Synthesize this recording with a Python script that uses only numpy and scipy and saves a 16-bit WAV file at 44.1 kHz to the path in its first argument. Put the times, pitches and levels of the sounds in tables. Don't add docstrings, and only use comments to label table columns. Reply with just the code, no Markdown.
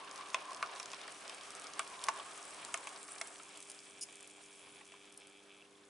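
import sys
import numpy as np
from scipy import signal
from scipy.fft import rfft, irfft
from scipy.io import wavfile
from scipy.ndimage import uniform_filter1d, map_coordinates

SR = 44100
rng = np.random.default_rng(int(sys.argv[2]) if len(sys.argv) > 2 else 0)


def unload_wav(signal):
    wavfile.write(
        sys.argv[1],
        SR,
        np.round(np.clip(np.atleast_2d(signal).T, -1, 1) * 32767).astype(np.int16),
    )


def attenuation_scalar(level_db):
    decades = np.asarray(level_db, float) / 20
    return 10 ** decades


N = 259737
TOP_HZ = 11030

# (frequency [Hz], density [dB per Hz])
ROOM_AIR = [(12, -63), (20, -30), (191, -12), (243, -8.5), (285, -3.5), (352, -5), (402, -8), (459, -6),
            (702, -13.5), (1690, -17.5), (3450, -16), (5720, -21.5), (8980, -28), (10300, -16.5),
            (11400, -26), (14800, -65), (22000, -120)]
# (frequency [Hz], level [dB rms])
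MAINS = [(100, -91), (150, -87.5), (200, -79), (300, -71.5), (400, -68), (500, -80.5), (7800, -84),
         (8780, -89.5)]
# (frequency [Hz], likeness [0..1])
ALIKE = [(30, 0.94), (300, 0.84), (1000, 0.59), (4000, 0.71), (10000, 0.68)]
# (time [s], level [dB])
SQUEAK = [
    (4.0105, -44.5),
    (4.033, -40.5),
    (4.042, -52),
]
# (frequency [Hz], width [Hz], level [dB])
SQUEAK_RINGS = [(2880, 49, -2), (5170, 250, 5.5), (6850, 240, 4), (8400, 280, 3.5), (10040, 390, 6)]
# (time [s], level [dB])
WIPER = [
    (4.41, -72),
    (4.45, -68),
    (4.785, -65),
]
# (time [s], peak level [dB], pitch [Hz], t60 [s])
RIMS = [(.3444, -21.5, 5410, 0.01), (.6266, -24.5, 4430, 0.016), (.798, -26.5, 5570, 0.014),
        (1.7937, -16.5, 7970, 0.0077), (2.0389, -22.5, 8680, 0.023), (2.0395, -24.5, 4660, .012),
        (2.086, -18, 5120, 0.01), (2.089, -27, 6700, 0.0057), (2.7414, -17, 6550, .011),
        (2.8713, -29.5, 6640, 0.017), (3.214, -22, 5640, 0.011)]
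# (time [s], peak level [dB])
COUPLER = [(.2104, -34), (.3022, -32), (.4274, -42), (.7367, -37), (.7834, -41), (.903, -32), (1.015, -30),
           (1.411, -32.5), (1.9919, -33), (2.016, -31), (3.3583, -31.5), (3.398, -38)]
# (time [s], peak level [dB])
AXLES = [(.1125, -29.5), (.1595, -30.5), (.178, -31), (.313, -44), (.508, -32.5), (.532, -30.5),
         (.5466, -29), (.57, -36), (.6609, -33), (.673, -38), (.761, -33), (.8295, -28), (.8583, -27.5),
         (.9172, -29), (.9325, -28.5), (.945, -29), (1.0789, -28.5), (1.2792, -26.5), (1.296, -27.5),
         (1.6691, -31.5), (1.7357, -31), (2.9616, -32), (3.1843, -32), (3.747, -39), (3.7899, -34.5),
         (3.9776, -42)]
# (time [s], peak level [dB])
PICKUPS = [(.1461, -42), (.521, -34), (1.2083, -36.5), (1.3467, -30), (1.4356, -41), (1.5058, -27.5),
           (1.551, -28), (1.5974, -29), (1.6202, -30), (1.6432, -31), (1.8766, -29.5), (1.9004, -34),
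           (2.0677, -24), (2.3765, -28.5), (2.4379, -37), (2.453, -30), (2.6492, -24.5), (2.7753, -28.5),
           (2.8415, -34), (2.8913, -27.5), (3.03, -29), (3.081, -33), (3.129, -43), (3.155, -31),
           (3.2735, -28)]
# (time [s], peak level [dB])
CREEPING = [(3.5735, -34), (3.6036, -30), (3.6262, -33), (3.6987, -29), (3.716, -28), (4.156, -36),
            (4.2068, -35.5), (4.2279, -38), (4.2749, -36.5), (4.2994, -39), (4.8753, -41), (5.1238, -41),
            (5.1412, -42.5), (5.1754, -33.5), (5.2704, -39.5)]
# (contacts, pitch [Hz], t60 [s])
LOOSE_PARTS = [(COUPLER, 3600, 0.005), (AXLES, 5200, 0.0068), (PICKUPS, 8400, 0.0039),
               (CREEPING, 9100, 0.014)]
# (time [s], peak level [dB], board pitch [Hz], chassis level re peak [dB], chassis pitch [Hz])
JOINTS = [(0.3437, -24.5, 1043, 0.5, 2530), (0.6263, -20.5, 1179, -9, 2400),
          (0.7994, -39.5, 1190, -1, 2430), (.9333, -40, 1070, 0, 2560), (1.0794, -50.5, 1175, 9, 1890),
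          (1.2951, -43.5, 1110, -1.5, 3060), (1.7928, -26, 1210, -5.5, 2915),
          (2.084, -18.5, 1059, -7, 2050), (2.1966, -40.5, 1090, -0.5, 3340), (2.6277, -49.5, 1190, 7, 2380),
          (2.6858, -40.5, 1145, -27, 2190), (2.7417, -30, 1228, 0.5, 2210), (2.8705, -35, 1120, -2, 2550),
          (3.0837, -45, 1150, -5, 2300), (3.1597, -48, 1640, 2.5, 2410), (3.2118, -39, 1310, 7.5, 2160),
          (3.3981, -45, 1300, -3, 2300), (3.556, -61, 1200, 12.5, 3380), (4.0856, -56.5, 1110, 4.5, 2320),
          (4.374, -54, 810, -7, 2500), (4.67, -52, 1070, -11, 2250), (4.81, -50, 970, -2, 2320),
          (4.9197, -62, 1230, 13.5, 2640), (4.937, -49, 996, -12, 2330)]
# (time [s], speed re cruising [dB], give of the board [dB], flange pressure [dB])
RUN = [(0, -1, 3, -10), (.31, 1.5, 1, -6.5), (.7, 0.5, 4, -7), (.95, 0.5, -5, -3), (1.3, 0, -8.5, -2),
       (1.6, 0.5, -3, -2.5), (1.9, 1, -1.5, -3.5), (2.1, 2, 2, -1), (2.48, 0, -4.5, 0), (2.82, 0, -0.5, 0),
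       (3.2, -3.5, -1.5, 2), (3.48, -2.5, -7, 0), (4.05, -6.5, -7, 1), (4.75, -6.5, -3.5, -0.5),
       (5.4, -9.5, -4.5, -3.5), (5.65, -13, 7, -2), (5.89, -16.5, 13, 0.5)]
# (frequency [Hz], density [dB per Hz])
FLANGE_HISS = [(2240, -12.5), (3800, -10), (4300, -10), (4670, -3.5), (5080, -0.5), (6300, 1), (7540, -0.5),
               (8690, 2.5), (9490, 0), (11000, -4.5), (11400, -9), (14800, -49), (22000, -120)]
# (frequency [Hz], width [Hz], level [dB])
MOTOR_CASE = [(2310, 120, 1), (2640, 180, -4), (3010, 120, -4), (3370, 240, -2.5), (3950, 160, -11)]
# (time [s], current pulses [per s])
PULSES = [(3.3, 92), (3.55, 94), (4.01, 96.2), (4.07, 93.8), (4.4, 96.6), (4.59, 90.7), (4.8, 91.8),
          (5.04, 97.6), (5.62, 98.1)]
BUZZ_FROM_S, SWELL_S, BUZZ_TO_S, SURGE_S = 3.3, .25, 5.62, .025
BUZZ_START_DB, BUZZ_DB, SURGE_DB = -72, -64.6, -61
# (time [s], level [dB])
LOAD = [
    (BUZZ_FROM_S, BUZZ_START_DB),
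    (BUZZ_FROM_S + SWELL_S, BUZZ_DB),
    (BUZZ_TO_S - SURGE_S, BUZZ_DB),
    (BUZZ_TO_S, SURGE_DB),
]
# (time [s], length [s], depth [dB])
STALLS = [(3.847, 0.015, -17), (4.063, 0.037, -17), (4.28, 0.017, -14), (4.412, 0.024, -21),
          (4.835, 0.061, -8), (5.179, 0.037, -21), (5.453, 0.081, -8)]
# (time [s], peak level [dB], pitch [Hz])
SETTLE = [(5.623, -44, 2660), (5.6516, -52, 2760), (5.6755, -58, 3560), (5.7114, -64, 3500),
          (5.7523, -55, 3410), (5.7907, -64, 2710), (5.8343, -58, 3480), (5.8711, -61, 3470)]
# (frequency [Hz], density [dB per Hz])
BOARD = [(210, -44), (350, -14.5), (395, -10), (427, -13), (520, -10), (695, -6), (824, -8), (1140, -9.5),
         (1370, -9), (1900, -13.5), (2470, -44), (4180, -120)]
# (frequency [Hz], density [dB per Hz])
LEGS = [(15, -60), (25, -31), (172, -9), (195, -14), (226, -6), (280, -8), (360, -45), (620, -120)]
# (frequency [Hz], density [dB per Hz])
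GEARS = [(880, -49), (1500, -6), (1680, -0.5), (1820, -7), (2220, 2), (2840, -1), (3290, -1), (3540, -3),
         (4500, -6.5), (5850, -11), (9900, -120)]


def unit(x):
    return x / np.sqrt(np.mean(x ** 2) + 1e-20)


def along(points, hz):
    f, v = np.transpose(points)
    return np.interp(np.log(hz + 1), np.log(f + 1), v)


def curves(rows):
    s, *cols = np.transpose(rows)
    return [np.interp(np.arange(N) / SR, s, c) for c in cols]


def during(rows):
    start, end = rows[0][0], rows[-1][0]
    return np.interp(np.arange(N) / SR, [start - .002, start, end, end + .002], [0, 1, 1, 0])


def wobble(rate):
    coarse = np.arange(0, N + 16, 16)
    knots = rng.standard_normal(int(N * rate / SR) + 4)
    return np.interp(np.arange(N), coarse, map_coordinates(knots, [coarse * rate / SR]))


def filtered(x, response):
    m = 9 * 2 ** 15
    return irfft(rfft(x, m) * response(np.fft.rfftfreq(m, 1 / SR)), m)[..., :N]


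def rings(modes):
    def response(f):
        total = 0
        for k, (centre, width, db) in enumerate(modes):
            damping = 1j * f * width
            total = total + (-1) ** k * attenuation_scalar(db) * damping / (centre * centre - f * f + damping)
        return total
    return response


def rush(spectrum, lumps_db, rate):
    pair = rng.standard_normal((2, N)) * attenuation_scalar(lumps_db * wobble(rate))

    def response(hz):
        turn = np.arccos(np.clip(along(ALIKE, hz), -1, 1)) / 2
        return attenuation_scalar(along(spectrum, hz)) * [np.cos(turn), np.sin(turn)]
    mid, side = filtered(pair, response)
    return unit(np.array([mid + side, mid - side]))


def band(centre_hz, width_hz, lumps_db, rate, apart_hz=0):
    noise = rng.standard_normal((4, N)) * attenuation_scalar(lumps_db * wobble(rate))
    slow = filtered(noise, lambda hz: 1 / (1 + (2 * hz / width_hz) ** 4))
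    turn = 2 * np.pi * np.cumsum(centre_hz) / SR
    second_turn = turn + 2 * np.pi * apart_hz * np.arange(N) / SR
    mid, side = slow[:2] * np.cos(turn) + slow[2:] * np.sin(second_turn)
    return unit(np.array([mid + 0.054 * side, mid - 0.32 * side]))


def struck(hz, spread, t60, attack, count, noisy):
    t = np.arange(int(SR * t60 * 1.5)) / SR
    draw = rng.standard_normal((count, 3))
    pitch = np.minimum(hz * np.exp(spread * draw[:, :1]), TOP_HZ)
    mode_t60 = t60 * np.exp(0.3 * draw[:, 2:])
    modes = attenuation_scalar(1.43 * draw[:, 1:2] - 60 * t / mode_t60) * np.sin(2 * np.pi * pitch * t)
    ring = np.sin(2 * np.pi * hz * t) * attenuation_scalar(9.0 - 60 * t / t60) + modes.sum(0)
    chatter = uniform_filter1d(rng.standard_normal(SR // 10), max(2, int(SR / hz)))[:len(t)]
    ring = ring * (1 + noisy * unit(chatter)) * (1 - np.exp(-t / attack))
    return ring / np.abs(ring).max()


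def add(track, s, sound):
    track[round(s * SR):][:len(sound)] += sound


def room():
    t = np.arange(N) / SR
    hum = np.zeros(N)
    for hz, db in MAINS:
        level = attenuation_scalar(db + 1.5 + 0.15 * wobble(13))
        hum += level * np.sin(2 * np.pi * hz * t + rng.uniform(0, 6.16))
    return hum + attenuation_scalar(-69) * rush(ROOM_AIR, lumps_db=1.2, rate=97)


def walls(x, t60):
    t = np.arange(SR // 3) / SR
    tail = rng.standard_normal((2, len(t))) * attenuation_scalar(-60 * t / t60) * (t > .0015)
    return signal.fftconvolve(x[None], tail / np.linalg.norm(tail[0]), axes=1)[:, :N]


def squeaks():
    slips = rng.standard_normal(N) * attenuation_scalar(2.2 * wobble(300))
    squeak = unit(filtered(slips, rings(SQUEAK_RINGS)))
    wiper_ring = rings([(9830, 330, 0)])
    sing = unit(filtered(rng.standard_normal(N), lambda f: wiper_ring(f) ** 2))
    squeak = attenuation_scalar(curves(SQUEAK)[0]) * during(SQUEAK) * squeak
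    return squeak + attenuation_scalar(curves(WIPER)[0] - 4.0) * during(WIPER) * sing


def ticks():
    track, t = np.zeros(N + SR), np.arange(SR // 30) / SR
    contacts = list(RIMS)
    for hits, hz, t60 in LOOSE_PARTS:
        contacts += [(s, db, hz, t60) for s, db in hits]
    for s, db, hz, t60 in contacts:
        crack = np.diff(rng.standard_normal(len(t) + 1))
        crack = crack * attenuation_scalar(-8 - 60 * t / (0.67 * t60)) * (1 - np.exp(-t / 0.0003))
        ring = struck(hz, spread=0.184, t60=np.clip(t60, .004, .04), attack=0.00012, count=9, noisy=1.0)
        add(track, s, attenuation_scalar(db - 1.5) * crack)
        add(track, s, attenuation_scalar(db - 3.0) * ring)
    return signal.sosfilt(signal.butter(2, 2600, "high", fs=SR, output="sos"), track[:N])


def joints():
    track, shakes, t = np.zeros(N + SR), np.zeros(N + SR), np.arange(SR // 8) / SR
    table_db = -8.5
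    for s, db, board_hz, chassis_db, chassis_hz in JOINTS:
        chassis = struck(chassis_hz, spread=0.216, t60=0.019, attack=0.0011, count=14, noisy=0.11)
        board = struck(board_hz, spread=0.1305, t60=0.041, attack=0.0022, count=9, noisy=0.1)
        table = struck(674.0, spread=0.122, t60=0.064, attack=0.00011, count=3, noisy=0.2)
        shake = attenuation_scalar(db + 0.94 * chassis_db - 10.5 - 60 * t / 0.12) * (1 - np.exp(-t / 0.0014))
        add(track, s + 0.000795, attenuation_scalar(db + 1.5 + chassis_db) * chassis)
        add(track, s + 0.00103, attenuation_scalar(db - 2.5) * board)
        add(track, s + 0.001, attenuation_scalar(db + chassis_db + table_db) * table)
        add(shakes, s + 0.00121, shake * rng.standard_normal(len(t)))
    shell = signal.butter(2, [700, 2700], "band", fs=SR, output="sos")
    return track[:N] + signal.sosfilt(shell, shakes[:N])


def flanges():
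    speed_db, _, press_db = curves(RUN)
    hiss_db = -62.5 + speed_db + 0.47 * press_db
    bright_db = -61 + speed_db + 4.2 * press_db
    hiss = attenuation_scalar(hiss_db + 2.0 + 1.2 * wobble(22)) * rush(FLANGE_HISS, lumps_db=0.5, rate=170)
    bright_hz = 8270 - 180 * np.arange(N) / SR + 120 * wobble(4.4)
    bright = band(bright_hz, width_hz=1260, lumps_db=4.0, rate=210, apart_hz=1530)
    grains = (rng.random(N) < 170 / SR) * rng.standard_normal(N)
    scrape = np.hanning(260) * attenuation_scalar(-60 * np.arange(260) / SR / .008)
    grit = signal.fftconvolve(grains, scrape)[:N] * rng.standard_normal(N)
    grit = unit(filtered(grit, lambda hz: attenuation_scalar(along(FLANGE_HISS, hz))))
    return hiss + attenuation_scalar(bright_db - 1.0) * bright + attenuation_scalar(hiss_db + 0.3) * grit


def motor():
    t = np.arange(N) / SR
    hunting = 1.2 * wobble(25) * (np.arange(N) < 4.4 * SR)
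    pulse_count = np.floor(np.cumsum(curves(PULSES)[0] + hunting) / SR)
    kicks = np.diff(pulse_count, prepend=0) * attenuation_scalar(1.0 * rng.standard_normal(N) + 1.2 * wobble(14))
    rattle_decay = attenuation_scalar(-60 * np.arange(400) / SR / .012)
    rattle = signal.fftconvolve(kicks, rattle_decay)[:N] * rng.standard_normal(N)
    case = rings(MOTOR_CASE)
    skirts = lambda hz: 1 / (1 + (2050 / (hz + 1)) ** 12) / (1 + (hz / 4300) ** 6)
    buzz = filtered(unit(kicks) + .18 * unit(rattle), lambda hz: case(hz) * skirts(hz))
    stall_db = sum(db * np.clip(2 - 3 * abs(t - s) / length, 0, 1) for s, length, db in STALLS)
    buzz = unit(buzz * attenuation_scalar(stall_db))
    settling = np.zeros(N + SR)
    for s, db, hz in SETTLE:
        ring = struck(hz, spread=0.0876, t60=0.025, attack=0.00059, count=2, noisy=0.31)
        add(settling, s, attenuation_scalar(db - 3.5) * ring)
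    return attenuation_scalar(curves(LOAD)[0]) * buzz * during(LOAD) + settling[:N]


def rolling():
    speed_db, give_db, _ = curves(RUN)
    on_frame = np.clip((np.arange(N) / SR - 3.36) / 0.12, 0, 1)
    rumble_re_cruise_db = speed_db + 0.27 * give_db - 3.5 * on_frame
    ring_db = -57.5 + 2.16 * speed_db + give_db
    bumps = wobble(24.18)
    rumble = attenuation_scalar(-59.5 + rumble_re_cruise_db + 4.0 + 1.4 * bumps) * rush(BOARD, lumps_db=-0.1, rate=43)
    ring_hz = 1110 * np.exp(.06 * wobble(5))
    ring = attenuation_scalar(ring_db + .6 * bumps) * band(ring_hz, width_hz=260, lumps_db=-1.0, rate=79)
    legs = attenuation_scalar(0.57 * rumble_re_cruise_db - 77) * rush(LEGS, lumps_db=4.5, rate=9.1)
    grind = attenuation_scalar(1.2 * bumps) * rush(GEARS, lumps_db=1.8, rate=110)
    gears = attenuation_scalar(-57 + speed_db - 2.9 * during(LOAD)) * grind
    return rumble + ring + legs + gears


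def scene():
    knocks = signal.sosfilt(signal.butter(2, 420, "high", fs=SR, output="sos"), joints())
    near = knocks + ticks() + squeaks()
    buzz = motor()
    echoes = attenuation_scalar(-10) * walls(near + .4 * buzz, t60=0.079) + attenuation_scalar(-19.5) * walls(knocks, t60=0.45)
    return near + buzz + echoes + rolling() + flanges() + room()


def roll_off(x):
    return signal.sosfilt(signal.butter(12, 11970, fs=SR, output="sos"), x)


def record(dry):
    mic = lambda hz: attenuation_scalar(-38) + 1 / (1 + np.exp(np.clip((hz - TOP_HZ) / 45, -50, 50)))
    return roll_off(filtered(dry, mic))


dry = scene()
out = record(dry)
unload_wav(out)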